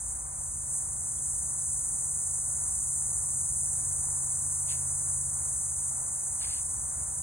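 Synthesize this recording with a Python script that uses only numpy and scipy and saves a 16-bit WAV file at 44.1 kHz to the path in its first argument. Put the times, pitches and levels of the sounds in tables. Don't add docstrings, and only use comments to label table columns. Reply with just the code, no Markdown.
import sys
import numpy as np
from scipy import signal
from scipy.fft import rfft, irfft
from scipy.io import wavfile
from scipy.ndimage import uniform_filter1d

SR = 44100
rng = np.random.default_rng(int(sys.argv[2]) if len(sys.argv) > 2 else 0)


def wav_out(sig):
    wavfile.write(sys.argv[1], SR, np.round(np.clip(np.atleast_2d(sig).T, -1, 1) * 32767).astype(np.int16))


N = 318402

# f/Hz, gain/dB, phase lead of left port/rad
TYMBAL_RESONANCE = [(3000, -50, -3.1), (4000, -39, -4), (4400, -38.5, -3.7), (5100, -29, -3.1),
                    (5400, -25.5, -3), (5700, -21, -2.5), (6000, -14, -2), (6600, -7.5, -1.3),
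                    (7600, -5, -.4), (8500, 0, 0), (9500, -2.2, .7), (10300, -6.5, 1.5), (11000, -13, 2.4),
                    (11500, -19, 3.1), (12400, -23, 3.6), (13200, -30, 3.2), (14000, -37, 3.6),
                    (15000, -32, 6.2)]
# nominal click rate/Hz, relative level/dB, throb depth (0-1), throb rate (multiple of THROB_HZ)
SINGERS = [(886, -2, 0.14, 1), (752.4, -2, 0, 1.29), (1040, -32, 0.7, .9)]
THROB_HZ = 26.03


def cicadas():
    ring_db, left_lead = spectra(TYMBAL_RESONANCE)
    chorus = 0
    for click_rate, db, depth, pace in SINGERS:
        throb_phase = turns(pace * THROB_HZ + 0.45 * walk(2.76))
        throb = 1 + depth * np.sin(throb_phase)
        clicks = rib_clicks(click_rate, jitter=.28, scatter_db=1.0) * throb
        scattered = foliage(clicks, t60_s=0.031, direct=0.49)
        left, right = rfft(scattered) * undb(ring_db)
        song = irfft([left * np.exp(1j * left_lead), right], N)
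        chorus = chorus + undb(db) * unit(song)
    return unit(chorus) * undb(song_level() + .2 * walk(9))


# middle t/s, duration/s, lift/dB
SURGES = [(.085, 0.4, 5), (0.426, 0.2, 2), (0.767, 0.25, 4), (1.07, 0.088, 0.5), (1.31, 0.3, 1.5),
          (1.69, 0.25, 1)]
SONG_DB, BUILD_DB, BUILD_S = -30.0, 10, 0.89
TIRE_S, FADE_DB_PER_S = 4.52, 1.2


def song_level():
    t = np.arange(N) / SR
    build_db = SONG_DB - BUILD_DB * np.exp(-t / BUILD_S)
    fade_db = FADE_DB_PER_S * np.maximum(t - TIRE_S, 0)
    surge_db = sum(lift_db * hump(middle_s, length_s) for middle_s, length_s, lift_db in SURGES)
    return build_db - fade_db + surge_db


SCATTER_OWN_SHARE = .06


def foliage(x, t60_s, direct):
    keep = np.exp(-2 * np.log(1000) / (t60_s * SR))
    energy = signal.lfilter([1 - keep], [1, -keep], x ** 2)
    shared_noise = np.sqrt(1 - SCATTER_OWN_SHARE) * rng.standard_normal(N)
    own_noise = np.sqrt(SCATTER_OWN_SHARE) * rng.standard_normal((2, N))
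    return direct * x + np.sqrt(energy) * (shared_noise + own_noise)


def rib_clicks(rate, jitter, scatter_db):
    chance = rng.standard_normal((int(2 * rate * N / SR), 2))
    gaps = np.exp(jitter * chance[:, 0]) * SR / rate
    at = np.cumsum(gaps).astype(int)
    return np.bincount(at, undb(scatter_db * chance[:, 1]), N)[:N]


# start t/s, duration/s, level/dB
RASPS = [(4.66, .118, -45.3), (4.745, .075, -59), (6.387, .103, -44.7), (6.461, .1, -47),
         (6.512, .122, -50)]
# f/Hz, gain/dB, left minus right level/dB, phase lead of left port/rad
WING_CASE = [(1000, -30, 0, 2), (1400, -14, 0, 1.5), (1850, -8, -2, 1.1), (2300, -9, -3, .7),
             (2700, -5.5, -3.5, 1.7), (3100, -3, -2, 2.45), (3500, -2, -.5, 2.95), (3900, -3, 0, 2.9),
             (4350, .5, 0, 3.1), (4800, -1.5, 0, 3.14), (5400, -6, 0, 3.14), (7000, -13, 0, 2.3),
             (15000, -24, 0, 3.1)]
TEETH_PER_S, RASP_ATTACK_S, RASP_RELEASE_S = 1400, .048, .068
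JERKS_PER_S, JERK_DB = 130, 2
DULL_HZ, DULL_RISE_DB = 2900, 7


def beetle():
    t = np.arange(N) / SR
    teeth = unit(rib_clicks(TEETH_PER_S, jitter=.4, scatter_db=2.5))
    jerks = np.sin(turns(JERKS_PER_S * (1 + .3 * walk(100))))
    scrape = unit((teeth + rng.standard_normal(N)) * undb(JERK_DB * jerks))
    ring_db, pan_db, left_lead = spectra(WING_CASE)
    port_phase = np.exp(1j * left_lead * np.array([[1], [0]]))
    ring = rfft(scrape) * undb(ring_db) * port_gains(pan_db) * port_phase
    ring = ring * (bins() > WING_CASE[0][0])
    sound = unit(irfft(ring, N))
    dull = irfft(rfft(sound) / (1 + (bins() / DULL_HZ) ** 8), N)
    bright = sound - dull
    out = 0
    for start_s, length_s, db in RASPS:
        age = t - start_s
        rise = age / RASP_ATTACK_S
        fall = (length_s - age) / RASP_RELEASE_S
        force = np.clip(np.minimum(rise, fall), 0, 1)
        force = np.sin(np.pi / 2 * force / force.max()) ** 1.5
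        progress = np.clip(age / length_s, 0, 1) - .5
        stroke = bright + dull * undb(DULL_RISE_DB * progress)
        out = out + undb(db) * force * stroke
    return out


# middle t/s, duration/s, centre f/Hz, half-amplitude bandwidth/Hz, level/dB
TICKS = [(1.186, .04, 3330, 280, -68), (4.696, .022, 3400, 400, -57), (4.712, .024, 2900, 400, -58),
         (6.447, .018, 2250, 300, -53), (6.474, .014, 1750, 500, -56), (6.497, .014, 1300, 600, -54)]


def ticks():
    noise = rfft(rng.standard_normal(N))
    out = 0
    for middle_s, length_s, hz, width_hz, db in TICKS:
        ring = irfft(noise / (1 + (2 * (bins() - hz) / width_hz) ** 2), N)
        shape = hump(middle_s, length_s)
        ring_rms = np.sqrt(np.average(ring ** 2, weights=shape ** 2))
        out = out + ring * shape * undb(db) / ring_rms
    return out


# t/s, level/dB
ENGINE_LEVEL = [(0.0, -59.5), (0.48, -56), (4.04, -51), (4.87, -47.5), (6.76, -59), (7.0, -52),
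                (7.22, -51.5)]
# multiple of the cycle rate, relative level/dB, left minus right level/dB
EXHAUST = [(4, -10.5, 6), (5, -1, 2), (8, -1, 6.5), (10, -18, 8), (16, -25, 13)]
CYCLE_HZ, SLOW_AT_S, SAG_HZ_PER_S = 17.1, 3.9, .2


def engine():
    db, = curves(ENGINE_LEVEL)
    slowing_s = np.maximum(np.arange(N) / SR - SLOW_AT_S, 0)
    cycle_hz = CYCLE_HZ - SAG_HZ_PER_S * slowing_s
    phase = turns(cycle_hz * (1 + 0.0018 * walk(4.03)))
    out = 0
    for multiple, tone_db, pan_db in EXHAUST:
        tone = np.sqrt(2) * np.sin(multiple * phase + rng.uniform(0, 2 * np.pi))
        waver_db = .5 * walk(9.9)
        out = out + tone * undb(db + tone_db + waver_db) * port_gains(pan_db)
    return out


# f/Hz, spectral density level/dB (per Hz),
# left minus right level/dB, phase lead of left port/rad, likeness of the ports (0-1)
ROAD = [(19.8, -86, 15, 2, 1), (35.2, -95, 8, -0.5, 0.9), (53.5, -66.5, 2, 0, 0.99),
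        (70.7, -66, 1, -0.6, 1), (103, -72.5, 4.5, -0.5, 0.9), (168.5, -78.5, 6.5, 0.9, 1),
        (263, -86, 10.5, 0.5, 0.63), (395, -90.5, 5, 2.5, 0.53), (524, -86, 6, 2.5, 0.67),
        (708, -77, 0.5, 3.5, 0.97), (1080, -82.5, -0.5, 4.5, 0.99), (1435, -88, 0, 4, 0.69),
        (2070, -98.5, -2.5, 5.5, 0.35), (2634, -107, -1, 8, 0.67), (3110, -110, -1, 10, 1),
        (8140, -125, 4, -3, 1)]
# t/s, lift/dB
RUMBLE_SWELL = [(0, 3), (.48, 5.5), (.62, 0), (1.75, .5), (2.45, 3), (3.9, 2.3), (4.6, -1.2), (5.55, 1.7),
                (5.95, -1), (6.3, 2), (6.7, 2.5), (7.22, 4.5)]
RUMBLE_DB, TYRE_DB, TYRE_DB_PER_S = -1.2, -0.5, 0.4571


def road(split_hz=350, deep_hz=95):
    db, pan_db, left_lead, likeness = spectra(ROAD)
    likeness = np.clip(likeness, 0, 1)
    shared, own = rfft(rng.standard_normal((2, N))) * np.sqrt(SR / 2)
    left = likeness * shared + np.sqrt(1 - likeness ** 2) * own
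    left = left * np.exp(1j * left_lead)
    air = np.array([left, shared]) * undb(db) * port_gains(pan_db)
    low = 1 / (1 + (bins() / split_hz) ** 4)
    deep = 1 / (1 + (bins() / deep_hz) ** 8)
    swell_db, = curves(RUMBLE_SWELL)
    deep_rumble = irfft(air * low * deep, N) * undb(swell_db)
    upper_rumble = irfft(air * low * (1 - deep), N)
    rumble = (deep_rumble + upper_rumble) * undb(RUMBLE_DB + 1.0 * walk(6))
    tyre_db = TYRE_DB + TYRE_DB_PER_S * np.arange(N) / SR
    tyres = irfft(air * (1 - low), N) * undb(tyre_db + 1.0 * walk(8.7))
    return rumble + tyres


def undb(db):
    return 10 ** (np.asarray(db) / 20)


def curves(table):
    s, *columns = np.transpose(table)
    return [np.interp(np.arange(N) / SR, s, c) for c in columns]


def bins():
    return np.arange(N // 2 + 1) * SR / N


def spectra(table):
    hz, *columns = np.transpose(table)
    return [np.interp(np.log(bins() + 1), np.log(hz), c) for c in columns]


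def unit(x):
    return x / np.sqrt(np.mean(x ** 2))


def walk(rate):
    k = int(SR / rate)
    held = np.repeat(rng.standard_normal(N // k + 1), k)
    smooth = uniform_filter1d(uniform_filter1d(held, k), k)
    return unit(smooth[:N])


def turns(hz):
    return 2 * np.pi * np.cumsum(hz) / SR


def port_gains(db):
    return undb(np.array([[1], [-1]]) * db / 2)


def hump(middle_s, length_s):
    position = (np.arange(N) / SR - middle_s) / length_s
    return np.cos(np.pi * np.clip(position, -.5, .5)) ** 2


def scene():
    return cicadas() + beetle() + ticks() + engine() + road()


TOP_HZ = 15800


def record(dry):
    top_cut = signal.ellip(10, .1, 70, TOP_HZ, fs=SR, output="sos")
    return signal.sosfilt(top_cut, dry)


dry = scene()
out = record(dry)
wav_out(out)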